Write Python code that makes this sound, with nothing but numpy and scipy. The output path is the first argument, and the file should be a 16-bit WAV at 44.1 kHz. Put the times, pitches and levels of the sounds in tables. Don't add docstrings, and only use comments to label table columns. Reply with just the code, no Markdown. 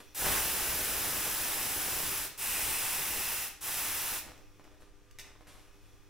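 import sys
import numpy as np
from scipy import signal
from scipy.fft import rfft, irfft, next_fast_len
from scipy.io import wavfile

SR = 44100
rng = np.random.default_rng(int(sys.argv[2]) if len(sys.argv) > 2 else 0)


def log_audio(samples):
    frames = np.atleast_2d(samples).T
    limited = np.clip(frames, -1, 1)
    pcm = np.round(limited * 32767).astype(np.int16)
    wavfile.write(sys.argv[1], SR, pcm)


N = 268568
TIME = np.arange(N) / SR
SIZE = next_fast_len(N + SR)
HZ = np.maximum(np.arange(SIZE // 2 + 1) * SR / SIZE, 1)

# opening in seconds, shutting in seconds, snap time in seconds,
# lifting time in seconds, hiss in dB, bore in dB, share of the cavity lift, seating resonance in Hz.
BURSTS = [(0.145, 2.29, .003, 0.042, -36, -40.5, 0.42, 1550),
          (2.375, 3.501, 0.0018, 0.044, -37, -42, 1.15, 2010),
          (3.606, 4.212, 0.0074, .025, -38, -42.5, 0.54, 1820)]
# frequency in Hz, relative density in dB per Hz.
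HISS = [(1500, -14.5), (3000, -8.5), (3700, -3.5), (4600, -6.5), (6500, -3.5), (9000, -3.5), (12500, -1),
        (14000, -2.5), (16000, -7.5)]
BORE = [(450, -17), (680, -6), (790, 0), (1500, 0), (2200, -1), (3000, -2), (4200, -11), (7000, -35)]
RUSH = [(15, -2.5), (35, 2), (60, 2.5), (95, -0.5), (140, -3), (250, -4.5), (450, -1.5), (650, -5),
        (1000, -13.5), (2500, -33)]
# frequency in Hz, width in Hz, lift in dB.
STEM = [(5044, 230, 5.5), (5410, 480, 3.5), (6070, 630, 2.5), (7800, 790, 4.5), (9370, 380, 4.5),
        (9890, 520, 5.5), (10620, 430, 7.5), (11360, 300, 4.5), (11900, 280, 6), (14780, 440, 5.5),
        (15260, 600, 7)]
# frequency in Hz, width in Hz, lift in dB at a share of 1.
CAVITY = [(815, 150, 1.5), (2630, 410, 6)]
# frequency in Hz, width in Hz, lift in dB.
WHISTLE = [(8260, 430, 6), (9340, 170, 7.5)]
# centre in seconds, half length in seconds, level in dB.
SPURTS = [(0.267, 0.036, -35), (0.36, 0.036, -43), (4.132, .012, -45.5), (4.277, 0.033, -48.5),
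          (4.388, 0.022, -55)]
# time in seconds, level in dB.
SEEP = [(0, -65.5), (4.65, -73.5), (4.95, -82), (5.6, -73.5), (5.85, -72), (6.09, -74.5)]
# frequency in Hz, width in Hz, lift in dB.
SEEP_PEAKS = [(2510, 210, 16.5), (3450, 290, 12), (5700, 1000, 13.2), (10000, 700, 6.2)]
# start in seconds, level in dB, contact decay in seconds,
# share of metal ringing 0-1.
CLINKS = [(4.378, -47.5, .003, 0.15), (4.642, -48, 0.0016, 0), (5.111, -46.5, .004, 0.06),
          (5.1867, -35.5, 0.0064, 0.45), (5.1951, -36.5, 0.01, 0.33), (5.2127, -48, 0.0054, 0.4),
          (5.264, -50, .004, .3), (5.470, -50, .004, 0.1)]
# frequency in Hz, relative level in dB, t60 in seconds.
CHUCK = [(1800, -1, 0.16), (2270, -4, .15), (2500, -7, 0.33), (2660, 2, 0.16), (3680, -3, 0.13),
         (5250, -3.5, 0.27), (5900, -10, 0.25), (6300, -2.5, 0.16), (7900, -1.5, .14), (11700, -9, 0.17)]
# frequency in Hz, relative density in dB per Hz.
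CRACK = [(500, -5), (1400, -14), (1800, 2.5), (2700, -2), (4300, -7), (6400, 0), (7200, -6), (12000, -8),
         (13000, -15), (15500, -15)]
# start in seconds, level in dB, rise in seconds, decay in seconds, low-pass corner in Hz.
STROKES = [(0, -46, 0.0024, 0.026, 9100), (4.591, -53, 0.0056, 0.023, 2200), (4.64, -50, .002, .035, 2000),
           (4.71, -56, 0.0057, .05, 1800), (4.79, -57, 0.022, 0.049, 7000), (5.19, -50, 0.068, 0.073, 2500),
           (5.405, -49.5, .003, 0.025, 1400), (5.468, -49, 0.0098, 0.12, 7500),
           (5.74, -64, 0.13, 0.14, 6000)]
# frequency in Hz, relative density in dB per Hz.
CLOTH = [(60, -13), (200, -8), (450, -6), (900, -7.5), (2400, -11), (4500, -12.5), (6000, -13.5),
         (11500, -9), (16000, -25)]
# frequency in Hz, t60 in seconds.
GARAGE_T60 = [(100, 0.34), (600, 0.59), (2500, 0.54), (7000, 0.47), (15000, 0.2)]
# frequency in Hz, level in dB.
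GARAGE_DB = [(100, 0), (1500, -2), (5000, 0), (10000, -3), (15000, 1)]
# frequency in Hz, left-right correlation.
LIKENESS = [(40, 0.079), (250, 0.35), (700, 0.68), (1300, 0.75), (2300, 0.99), (3500, 0.67), (6000, 0.35),
            (11000, -.15), (15000, .15)]
# frequency in Hz, phase lead of the left in radians.
PORT_PHASE = [(100, 0.037), (4000, -0.34), (6000, -0.74), (8000, -0.48), (10500, -0.98), (13000, -0.23),
              (14700, -0.41), (15400, -.1)]
# frequency in Hz, relative density in dB per Hz.
AMBIENCE = [(18, 3), (45, -2.5), (100, -14.5), (150, -18), (230, -22.5), (380, -19.5), (620, -28),
            (1200, -26), (2400, -30.5), (4500, -35.5), (6000, -34), (11000, -41), (16000, -46)]
# frequency in Hz, rms level in dB before the trim of hum().
HUM = [(101, -69), (300.5, -70), (400, -71), (500.5, -77.5), (1200, -78.5)]

SNAP_SHARE, PRESS_S, BORE_POWER, RUSH_POWER = 0.21, 0.036, 1.46, 1.9
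SAG_DB, SAG_S = 2.5, 0.77
RUSH_DB, RUSH_FALL_DB_PER_S = -43.5, 2.5
SURGE_AT_S, SURGE_HALF_S, SURGE_HISS_DB, SURGE_BORE_DB = 0.32, 0.063, 2.5, 4
SEATING_WIDTH_HZ, SEATING_DB = 310, 3
WHISTLE_AT_S, WHISTLE_HALF_S = 2.68, 0.2
AMBIENCE_DB = -57.5
CUTOFF_HZ = 15790


def from_db(db):
    return 10 ** (np.asarray(db) / 20)


def rms_one(x):
    return x / np.sqrt(np.mean(x ** 2) + 1e-20)


def at_hz(points, hz=HZ):
    centres_hz, values = np.transpose(points)
    return np.interp(np.log(hz), np.log(centres_hz), values)


def filtered(x, response):
    return irfft(rfft(x, SIZE) * response, SIZE)[..., :N]


def bumps(peaks):
    return sum(lift_db / (1 + (2 * (HZ - hz) / width_hz) ** 2) for hz, width_hz, lift_db in peaks)


def swell(centre_s, half_s):
    return np.exp(-.5 * ((TIME - centre_s) / half_s) ** 2)


def drift(rate_hz):
    return rms_one(filtered(rng.standard_normal(N), 1 / (1 + (HZ / rate_hz) ** 2)))


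def turbulence(gain_db):
    return rms_one(filtered(rng.standard_normal(N), from_db(gain_db)))


def sputter(per_s, spread_db, dull_hz):
    sizes = from_db(spread_db * np.clip(rng.standard_normal(N), -2, 1.5))
    pops = (rng.random(N) < per_s / SR) * sizes
    pole = np.exp(-2 * np.pi * dull_hz / SR)
    return -rms_one(signal.lfilter([1], [1, -2 * pole, pole ** 2], pops - pops.mean()))


def air():
    eddies, surge = drift(rate_hz=53), swell(SURGE_AT_S, SURGE_HALF_S)
    hiss = whistle(turbulence(at_hz(HISS) + bumps(STEM)))
    hiss = hiss * from_db(SURGE_HISS_DB * surge - 0.75 + 0.38 * eddies)
    bore = turbulence(at_hz(BORE)) * from_db(SURGE_BORE_DB * surge - 4.5 + 0.54 * eddies)
    rush = turbulence(at_hz(RUSH)) * from_db(-3.0 + 2.5 * drift(rate_hz=26))
    spits = sputter(per_s=200, spread_db=4.5, dull_hz=3000) * from_db(-7.5)
    plume = (rush + spits) * from_db(RUSH_DB - RUSH_FALL_DB_PER_S * TIME)
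    out = 0
    for start_s, end_s, snap_s, lift_s, hiss_db, bore_db, ringing, seating_hz in BURSTS:
        opening = valve(start_s, end_s, snap_s, lift_s)
        pressure = from_db(SAG_DB * np.exp(-np.maximum(TIME - start_s, 0) / SAG_S))
        jet = hiss * from_db(hiss_db) * opening + bore * from_db(bore_db) * opening ** BORE_POWER
        out = out + cavity(pressure * jet, ringing, seating_hz) + plume * opening ** RUSH_POWER
    return out


def valve(start_s, end_s, snap_s, lift_s):
    since_s, left_s = np.maximum(TIME - start_s, 0), np.maximum(end_s - TIME, 0)
    snapped = np.minimum(since_s / snap_s, 1)
    pressed = 1 - (1 - SNAP_SHARE) * np.exp(-since_s / PRESS_S)
    lifted = 1 - np.exp(-left_s / lift_s)
    return snapped * pressed * lifted


def whistle(hiss):
    return hiss + swell(WHISTLE_AT_S, WHISTLE_HALF_S) * filtered(hiss, from_db(bumps(WHISTLE)) - 1)


def cavity(jet, ringing, seating_hz):
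    peaks = [*CAVITY, (seating_hz, SEATING_WIDTH_HZ, SEATING_DB)]
    return filtered(jet, from_db(ringing * bumps(peaks)))


def spurts(pops_db, thump_db):
    strength = sum(from_db(db) * swell(centre_s, half_s) for centre_s, half_s, db in SPURTS)
    pops = sputter(per_s=280, spread_db=3.5, dull_hz=2200)
    flutter = turbulence(at_hz([(15, -2), (50, -0.5), (130, -8.5), (600, -11), (2000, -34)]))
    return strength * (from_db(pops_db) * pops + from_db(thump_db) * flutter)


def seep():
    level_db = np.interp(TIME, *np.transpose(SEEP))
    colour_db = at_hz([(500, -3), (2000, 0.0), (9000, -4.5), (16000, -2)])
    return turbulence(bumps(SEEP_PEAKS) + colour_db) * from_db(level_db)


def chuck(crack_db, ring_db, split):
    out, t = np.zeros(N + SR), TIME[:SR // 2]
    hz, level_db, t60_s = np.repeat(CHUCK, 6, axis=0).T[:, :, None]
    hz = hz * (1 + split * rng.uniform(-1, 1, hz.shape))
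    decay = from_db(level_db - level_db.max() - 60 * t / t60_s)
    modes = decay * np.sin(2 * np.pi * hz * t)
    grit = turbulence(at_hz(CRACK))
    for start_s, db, contact_s, metal in CLINKS:
        at = int(start_s * SR)
        crack = grit[at:at + len(t)] * np.exp(-t / contact_s)
        ring = rng.uniform(-0.94, 1, len(modes)) @ modes
        out[at:at + len(t)] += from_db(db) * (from_db(crack_db) * crack + from_db(ring_db) * metal * ring)
    return out[:N]


def rustle(level_db, crease_db):
    rub = turbulence(at_hz(CLOTH))
    creases = from_db(crease_db) * sputter(per_s=70, spread_db=6.0, dull_hz=1900)
    out = 0
    for start_s, db, rise_s, decay_s, dull_hz in STROKES:
        rise = np.clip((TIME - start_s) / rise_s, 0, 1)
        fall = np.exp(-np.maximum(TIME - start_s - rise_s, 0) / decay_s)
        dulled = signal.lfilter(*signal.butter(1, dull_hz, fs=SR), rub + creases)
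        out = out + from_db(db + level_db) * rise * fall * dulled
    return out


def garage(towards_mic, towards_walls):
    t, centres_hz = TIME[:SR // 2], np.geomspace(100, 16000, 8)
    white = rfft(rng.standard_normal((2, len(t))))
    hz = np.maximum(np.arange(len(t) // 2 + 1) * SR / len(t), 1)
    tail = 0
    for centre_hz, share in zip(centres_hz, np.eye(len(centres_hz))):
        decay = from_db(-60 * t / at_hz(GARAGE_T60, centre_hz)) * (t > .003)
        band = irfft(white * np.interp(np.log(hz), np.log(centres_hz), share), len(t))
        tail = tail + band * decay / np.linalg.norm(decay)
    wet = diffuse(filtered(towards_walls, rfft(tail, SIZE) * from_db(at_hz(GARAGE_DB))))
    direct = filtered(towards_mic, np.exp(.5j * at_hz(PORT_PHASE) * np.array([[1], [-1]])))
    return wet + direct


def diffuse(pair):
    alike = np.clip(at_hz(LIKENESS), -.98, .98)
    mid, side = filtered(pair, np.sqrt([1 + alike, 1 - alike]))
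    return np.array([mid + side, mid - side]) / np.sqrt(2)


def rumble():
    return from_db(AMBIENCE_DB) * diffuse([turbulence(at_hz(AMBIENCE)) for _ in range(2)])


def hum(level_db, waver_db):
    out = 0
    for hz, db in HUM:
        level = from_db(db + level_db + waver_db * drift(rate_hz=3.6))
        out = out + level * np.sqrt(2) * np.sin(2 * np.pi * (hz * TIME + rng.random()))
    return out


def scene():
    work = spurts(pops_db=-5.0, thump_db=-5.5) + seep()
    work = work + chuck(crack_db=-8, ring_db=-12.5, split=.035)
    work = work + rustle(level_db=-6, crease_db=-4.5)
    return garage(work + air(), work + air()) + rumble() + hum(level_db=-2, waver_db=3.0)


def record(dry):
    return filtered(dry, 1 / np.sqrt(1 + (HZ / CUTOFF_HZ) ** 900))


dry = scene()
out = record(dry)
log_audio(out)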